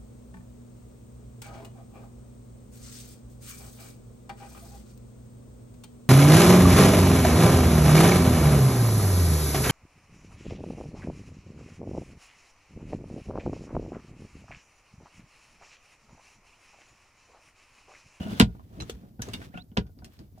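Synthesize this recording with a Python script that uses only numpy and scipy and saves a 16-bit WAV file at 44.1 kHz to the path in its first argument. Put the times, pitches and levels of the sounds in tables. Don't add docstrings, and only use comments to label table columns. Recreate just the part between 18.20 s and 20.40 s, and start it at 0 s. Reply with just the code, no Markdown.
import sys
import numpy as np
from scipy import signal
from scipy.fft import rfft, irfft, next_fast_len
from scipy.io import wavfile
from scipy.ndimage import map_coordinates

SR = 44100
rng = np.random.default_rng(int(sys.argv[2]) if len(sys.argv) > 2 else 0)


def level_to_linear(level):
    exponent = np.asarray(level, float) / 20
    return 10 ** exponent


def to_wav(sig):
    pcm = np.clip(np.atleast_2d(sig), -1, 1) * 32767
    pcm = np.round(pcm).astype(np.int16)
    wavfile.write(sys.argv[1], SR, pcm.T)


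N = 97020
SNAP_WET_DB = -3.5


def unit(x):
    return x / np.sqrt(np.mean(x ** 2) + 1e-20)


def along(points, hz):
    f, v = np.transpose(points)
    return np.interp(np.log(hz + 1), np.log(f + 1), v)


def curve(rows):
    s, v = np.transpose(rows)
    return np.interp(np.arange(N) / SR, s, v)


def wobble(rate_hz):
    knots = rng.standard_normal(int(N * rate_hz / SR) + 4)
    return map_coordinates(knots, [np.arange(N) * rate_hz / SR])


def filtered(x, response):
    m = next_fast_len(N + SR // 2)
    return irfft(rfft(x, m) * response(np.fft.rfftfreq(m, 1 / SR)), m)[..., :N]


def resonance(x, centre_hz, width_hz):
    def response(hz):
        loss = 1j * hz * width_hz
        return loss / (centre_hz ** 2 - hz ** 2 + loss)
    return filtered(x, response)


def noise(spectrum, alike):
    shared, left, right = rng.standard_normal((3, N))
    share = np.clip(alike, 0, 1)
    pair = np.sqrt(share) * shared + np.sqrt(1 - share) * np.array([left, right])
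    return unit(filtered(pair, lambda hz: level_to_linear(along(spectrum, hz))))


def pan(side_db):
    return level_to_linear([[side_db], [-side_db]])


def add(out, s, sound):
    part = out[..., round(s * SR):][..., :sound.shape[-1]]
    part += sound[..., :part.shape[-1]]


def placed(sound, s):
    # time in seconds, extra lag of the left port in samples.
    contact = [(.3, 0), (.6, 4), (.69, -4), (1.03, -3), (1.13, 1), (1.3, -1)]
    extra = round(np.interp(s, *np.transpose(contact)))
    return np.array([np.roll(sound[0], max(extra, 0)), np.roll(sound[1], max(-extra, 0))])


def cabin(x):
    # frequency in Hz, t60 in seconds.
    wall_t60 = [(100, 0.3), (400, 0.072), (1500, 0.083), (8000, 0.088), (15000, 0.039)]
    mono_hz = 452
    hz, t, z = signal.stft(rng.standard_normal((2, SR // 6)), SR, nperseg=256)
    apart = (hz / (hz + mono_hz))[:, None] ** 2
    z = np.array([z[0] + apart * z[1], z[0] - apart * z[1]]) / np.sqrt(1 + apart ** 2)
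    decay = level_to_linear(-60 * t / along(wall_t60, hz)[:, None])
    tail = signal.istft(z * decay, SR, nperseg=256)[1]
    late = np.pad(x, ((0, 0), (90, 0)))
    return signal.fftconvolve(late, tail / np.linalg.norm(tail[0]), axes=1)


def knocks():
    # start in seconds, peak in dB, pitch favoured by the contact in Hz, damping factor.
    blows = [(.007, -26, 205, 1.9), (.060, -32, 212, 0.26), (.2037, -9.5, 241, 0.86),
             (0.2227, -13.5, 180, 1.15), (.213, -15.5, 55.7, 0.97), (.2195, -17.5, 115.5, 0.93),
             (0.287, -33.5, 55.5, 0.72), (.347, -36, 156, 1.63), (.395, -50, 692, 1.15),
             (0.562, -46.5, 150, 1.4), (.603, -38.5, 300, 0.52), (0.62, -23.5, 97.2, 2),
             (.696, -26, 426, 3.8), (.72, -33.5, 65.5, 0.95), (.835, -42, 240, 1.5),
             (.993, -31.5, 240, 1.94), (1.001, -23, 120.5, 2.3), (1.016, -33.5, 64.4, 1.1),
             (1.080, -35.5, 404, 1.8), (1.092, -27.5, 110, 2.7), (1.141, -37.5, 207, 1.1),
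             (1.339, -43.5, 680, 1.2), (1.355, -35, 180, 1.06), (1.376, -38, 750, 2.1),
             (1.517, -44.5, 210, 0.81), (1.569, -20, 542, 2.2), (1.573, -23.5, 300, 0.72),
             (1.5805, -19.5, 195.4, 1.28), (1.578, -21.5, 61.6, 1.1), (1.585, -23.5, 118, 4.5),
             (1.611, -24.5, 115, 1.9), (1.655, -40, 105, 0.94), (1.692, -37, 95, 1.4),
             (1.772, -48, 196, 0.9), (1.821, -44, 798, 1.3), (1.994, -44.5, 127, 0.97),
             (2.177, -44.5, 650, 1.44)]
    # frequency in Hz, level in dB, t60 in seconds.
    modes = [(58.7, 0.5, 0.17), (88, -10.5, .12), (119, -2, 0.13), (180, -2.5, 0.15), (206.4, -1.5, 0.095),
             (240, -1, 0.054), (300, -13, 0.076), (407.6, -2, 0.082), (456.6, -8, 0.15), (650, -10, 0.09),
             (737.7, -11.5, 0.1), (938, -13, 0.05), (1077, -16, 0.016), (1447, -14.5, 0.12)]
    spread_oct, skirt_db, rise_cycles = 0.24, -16.5, 0.38
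    under_db = 9
    thud_db, wet_db = 3, -17
    out, t = np.zeros((2, N)), np.arange(SR // 4) / SR
    hz, level_db, t60 = np.transpose(modes)[..., None]
    rise = 1 - np.exp(-t * hz / rise_cycles)
    for s, db, pitch_hz, damping in blows:
        octaves = np.log2(hz / pitch_hz)
        favoured = np.exp(-.5 * (octaves / spread_oct) ** 2)
        weight = favoured + level_to_linear(skirt_db + under_db * np.minimum(octaves, 0))
        decay_db = 60 * t * np.clip(damping, .3, 4) / t60
        gain = weight * level_to_linear(level_db + 1.5 * rng.standard_normal(hz.shape) - decay_db)
        ring = (gain * np.sin(2 * np.pi * hz * t) * rise).sum(0)
        knock = level_to_linear(db + thud_db) * np.array([ring, np.roll(ring, shift=7)])
        add(out, s, knock)
        add(out, s, level_to_linear(wet_db) * cabin(knock))
    return out


def clicks():
    # start in seconds, peak in dB, pitch in Hz, fizz in dB, fizz tilt in dB per octave.
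    catch = [
        (0.1978, -19, 10600, 1.5, 2.5),
        (.2000, -8, 3010, -11, -6.5),
        (.2045, -23.5, 1411, -0.5, -3.5),
        (0.2127, -13.5, 2930, -10, -5),
        (0.219, -28.5, 2778, 1.5, -31),
        (1.5690, -32, 1160, 2, -3),
        (1.5733, -20, 3030, -3.5, -5),
    ]
    ticks = [(0.35, -52, 880, 3.5, -12), (0.395, -46.5, 996, 3.5, -13.5), (0.6016, -37.5, 2850, 0, -0.5),
             (0.61, -34.5, 5820, -12, -1.5), (.622, -34, 6530, -4, -4), (.6963, -34.5, 2645, -1, 2),
             (.9935, -45, 682, 3.5, -7.5), (1.0186, -30.5, 11600, -5.5, 2.5),
             (1.0215, -22.5, 6020, -28.5, 7), (1.0867, -37, 6830, -4.5, -1), (1.1346, -31.5, 2765, -4, 3),
             (1.139, -31.5, 4630, -9.5, -1.5), (1.146, -38, 3100, -6.5, 3), (1.216, -42.5, 1940, -3, -5.5),
             (1.341, -44.5, 718, 5, -7), (1.344, -50, 2840, 0, -5), (1.375, -37, 2764, -0.5, -5.5),
             (1.4404, -62.5, 9080, -10, 3), (1.516, -60.5, 3000, -0.5, -4.5), (1.667, -59, 4870, 0, -2),
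             (1.789, -51.5, 4700, -4, -4.5), (1.8450, -42.5, 5970, -3, 4), (1.936, -50.5, 12960, -24.5, 15),
             (1.991, -46.5, 4660, -10, 1.5), (2.181, -62.5, 870, -1.5, 7.5)]
    # frequency in Hz, level in dB.
    fizz_spectrum = [(400, -1.5), (900, -0.5), (3500, -8), (12000, -21), (16500, -35)]
    catch_cycles, tick_cycles = 0.5, 7.5
    fizz_t60_s, fizz_rise_s = 0.023, 0.0005
    click_db, wet_db, side_db = 3.5, -2, 0.23
    out, t = np.zeros((2, N)), np.arange(SR // 10) / SR
    fizz, band_hz = noise(fizz_spectrum, 0.48), np.fft.rfftfreq(len(t), 1 / SR)
    fizz_shape = level_to_linear(-60 * t / fizz_t60_s) * np.minimum(t / fizz_rise_s, 1) ** 2
    events = [(row, catch_cycles) for row in catch] + [(row, tick_cycles) for row in ticks]
    for (s, db, hz, fizz_db, tilt_db), cycles in events:
        turns = hz * t
        snap = -np.sin(2 * np.pi * turns) * np.minimum(turns, 1) ** 2 * level_to_linear(-20 * (turns - 1) / cycles)
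        piece = fizz[:, rng.integers(N - len(t)):][:, :len(t)]
        tilt = level_to_linear(tilt_db * np.log2((band_hz + 300) / 3000))
        burst = unit(irfft(rfft(piece) * tilt, len(t))) * level_to_linear(fizz_db) * fizz_shape
        gain = level_to_linear(db + click_db) * pan(side_db)
        add(out, s, placed(gain * (snap + burst), s))
        add(out, s, level_to_linear(wet_db) * cabin(gain * (level_to_linear(SNAP_WET_DB) * snap + burst)))
    return out


def pings():
    # start in seconds, peak in dB, pitch in Hz, t60 in seconds, left over right in dB.
    rings = [(.2, -17, 740, 0.043, 1.5), (.205, -23.5, 960, 0.077, 3), (.201, -24, 1425, .07, -5),
             (.2, -20, 452, 0.066, -5), (.603, -32.5, 4030, 0.038, -5.5), (.603, -40, 2814, .04, -2.5),
             (.603, -44, 2240, 0.033, -3), (0.6968, -35, 3386, 0.021, 14), (.995, -46.5, 1474, 0.045, 7),
             (1.135, -35, 2817, 0.047, 3), (1.138, -27, 3647, 0.022, -5), (1.136, -35, 2250, 0.039, -1),
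             (1.216, -42, 1570, 0.051, 6.5), (1.344, -42, 1418, 0.061, 4), (1.373, -36, 1450, 0.032, -3),
             (1.376, -40, 723, .06, -1), (1.571, -40.5, 727, .05, -1.5), (1.571, -35, 968, 0.039, -14),
             (1.571, -42, 1350, 0.043, 7), (1.821, -52, 1450, .06, 7.5), (1.845, -53, 2780, 0.033, 3)]
    # start in seconds, swell length in seconds (negative inverts the wave), level in dB,
    # start pitch in Hz, glide in Hz per second, left over right in dB.
    squeak = (1.3, -0.7, -46, 1000, 26000, -8)
    rise_s = 0.00077
    out, t = np.zeros((2, N)), np.arange(SR // 8) / SR
    s, length_s, db, hz, glide, pan_db = squeak
    swell = np.sin(np.pi * np.minimum(t / length_s, 1))
    slip = np.sin(2 * np.pi * (hz + glide * t / 2) * t) * swell
    add(out, s, level_to_linear(db) * pan(pan_db / 2) * slip)
    for s, db, hz, t60, pan_db in rings:
        ring = np.sin(2 * np.pi * hz * t) * level_to_linear(db - 60 * t / t60) * (1 - np.exp(-t / rise_s))
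        ring = pan(pan_db / 2) * ring
        add(out, s, placed(ring, s))
        add(out, s, level_to_linear(SNAP_WET_DB) * cabin(ring))
    return out


def swing():
    # frequency in Hz, width in Hz, start level in dB, gain by the end in dB.
    hinge = [(205, 41, -4, -0.5), (650, 150, -9.5, -2), (1472, 150, -16.5, -0.5), (2880, 130, -9, -16),
             (3460, 240, -32, 14.5), (4220, 250, -35.5, 8)]
    level_db, end_s = -44.5, 0.19
    t, out = np.arange(N) / SR, 0
    moving = np.arange(N) < end_s * SR
    for hz, width_hz, db, gain_db in hinge:
        slip_db = gain_db * np.minimum(t / end_s, 1) + 2.5 * wobble(25) + 3 * wobble(200)
        rough = rng.standard_normal(N) + 0.78 * rng.standard_normal((2, N))
        out = out + resonance(moving * level_to_linear(db + slip_db) * rough, hz, width_hz)
    out[1] = np.roll(out[1], 29)
    return level_to_linear(level_db) * out / np.std(out[:, moving])


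def hand():
    # time in seconds, level in dB.
    rub, press = [(0, -54.5), (.19, -48), (.23, -67.5), (.44, -73.5), (.56, -67.5), (.68, -57), (.8, -69),
                  (.98, -81.5), (1.03, -53), (1.26, -55), (1.31, -69.5), (1.38, -60.5), (1.46, -87),
                  (1.77, -88), (1.86, -69.5), (2.0, -65.5), (2.13, -85), (2.2, -68)], [(0, -40), (.19, -37), (.3, -54.5), (.46, -56), (.58, -43), (.75, -50.5),
                               (.84, -49.5), (.96, -56.5), (1.05, -43.5), (1.26, -44.5), (1.32, -54),
                               (1.46, -56.5), (1.54, -50.5), (1.75, -64.5), (1.86, -42.5), (1.93, -65),
                               (2.02, -50), (2.1, -56)]
    # frequency in Hz, level in dB.
    cloth, wood = [(290, -41), (500, -7.5), (659, -12.5), (1260, -11.5), (3390, -14), (16000, -30.5)], [(24, -32.5), (40, 1.5), (236, -0.5), (527, -18), (642, -18), (1500, -37),
                                  (1950, -59.5), (3300, -120)]
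    grain_db = 1.5 * wobble(60) + 2 * wobble(400)
    lumps_db = 2.5 * wobble(30) + 1.5 * wobble(90)
    rustle = unit(level_to_linear(grain_db) * noise(cloth, 0.15))
    grumble = unit(level_to_linear(lumps_db) * noise(wood, 0.91))
    return level_to_linear(curve(rub)) * rustle + level_to_linear(curve(press)) * grumble


def brush():
    # start in seconds, length in seconds, level in dB.
    strokes = [
        (.33, 0.075, -67.5),
        (0.492, 0.14, -54.5),
        (0.769, 0.15, -61.5),
        (1.037, 0.11, -51),
        (1.181, 0.075, -56.5),
        (1.643, 0.065, -67),
        (1.797, 0.12, -60),
        (1.965, 0.073, -66.5),
    ]
    # frequency in Hz, width in Hz, level in dB.
    grain = [(300, 120, -2), (443, 69, 1), (650, 110, 6), (920, 48, -15), (1180, 140, -9.5),
             (1450, 130, -14.5)]
    t, stroke, out = np.arange(N) / SR, 0, 0
    for s, length_s, db in strokes:
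        stroke = stroke + level_to_linear(db) * np.sin(np.pi * np.clip((t - s) / length_s, 0, 1)) ** 2
    for hz, width_hz, db in grain:
        rough = rng.standard_normal(N) + .5 * rng.standard_normal((2, N))
        out = out + resonance(level_to_linear(db + 2.5 * wobble(24)) * rough, hz, width_hz)
    return stroke * unit(out)


def scene():
    lag_s = 15 / 44100
    near = knocks() + clicks() + pings() + swing() + hand() + brush()
    return filtered(near, lambda hz: np.exp(np.outer([-1j, 1j], np.pi * hz * lag_s)))


def handling():
    shake_db = -53 + 5.5 * wobble(39)
    return level_to_linear(shake_db) * noise([(35, -1.5), (110, -3.5), (400, -57.5)], 0.93)


def microphone_hiss():
    # frequency in Hz, level in dB.
    hiss_spectrum = [(400, -13.5), (2500, -31.5), (4900, -24.5), (9000, -29.5), (15300, -18), (15900, -70)]
    return level_to_linear(-72.5) * noise(hiss_spectrum, .1)


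def band_limit(x):
    return signal.sosfilt(signal.butter(12, 16940, fs=SR, output="sos"), x)


def record(dry):
    port_hz, ceiling = 42.75, .97
    shaken = dry + handling()
    thin = filtered(shaken, lambda hz: (hz ** 2 / (port_hz ** 2 - hz ** 2 + 1.4j * hz * port_hz)) ** 2)
    held = thin / (1 + np.abs(thin / ceiling) ** 10) ** .1
    return band_limit(held + microphone_hiss())


dry = scene()
out = record(dry)
to_wav(out)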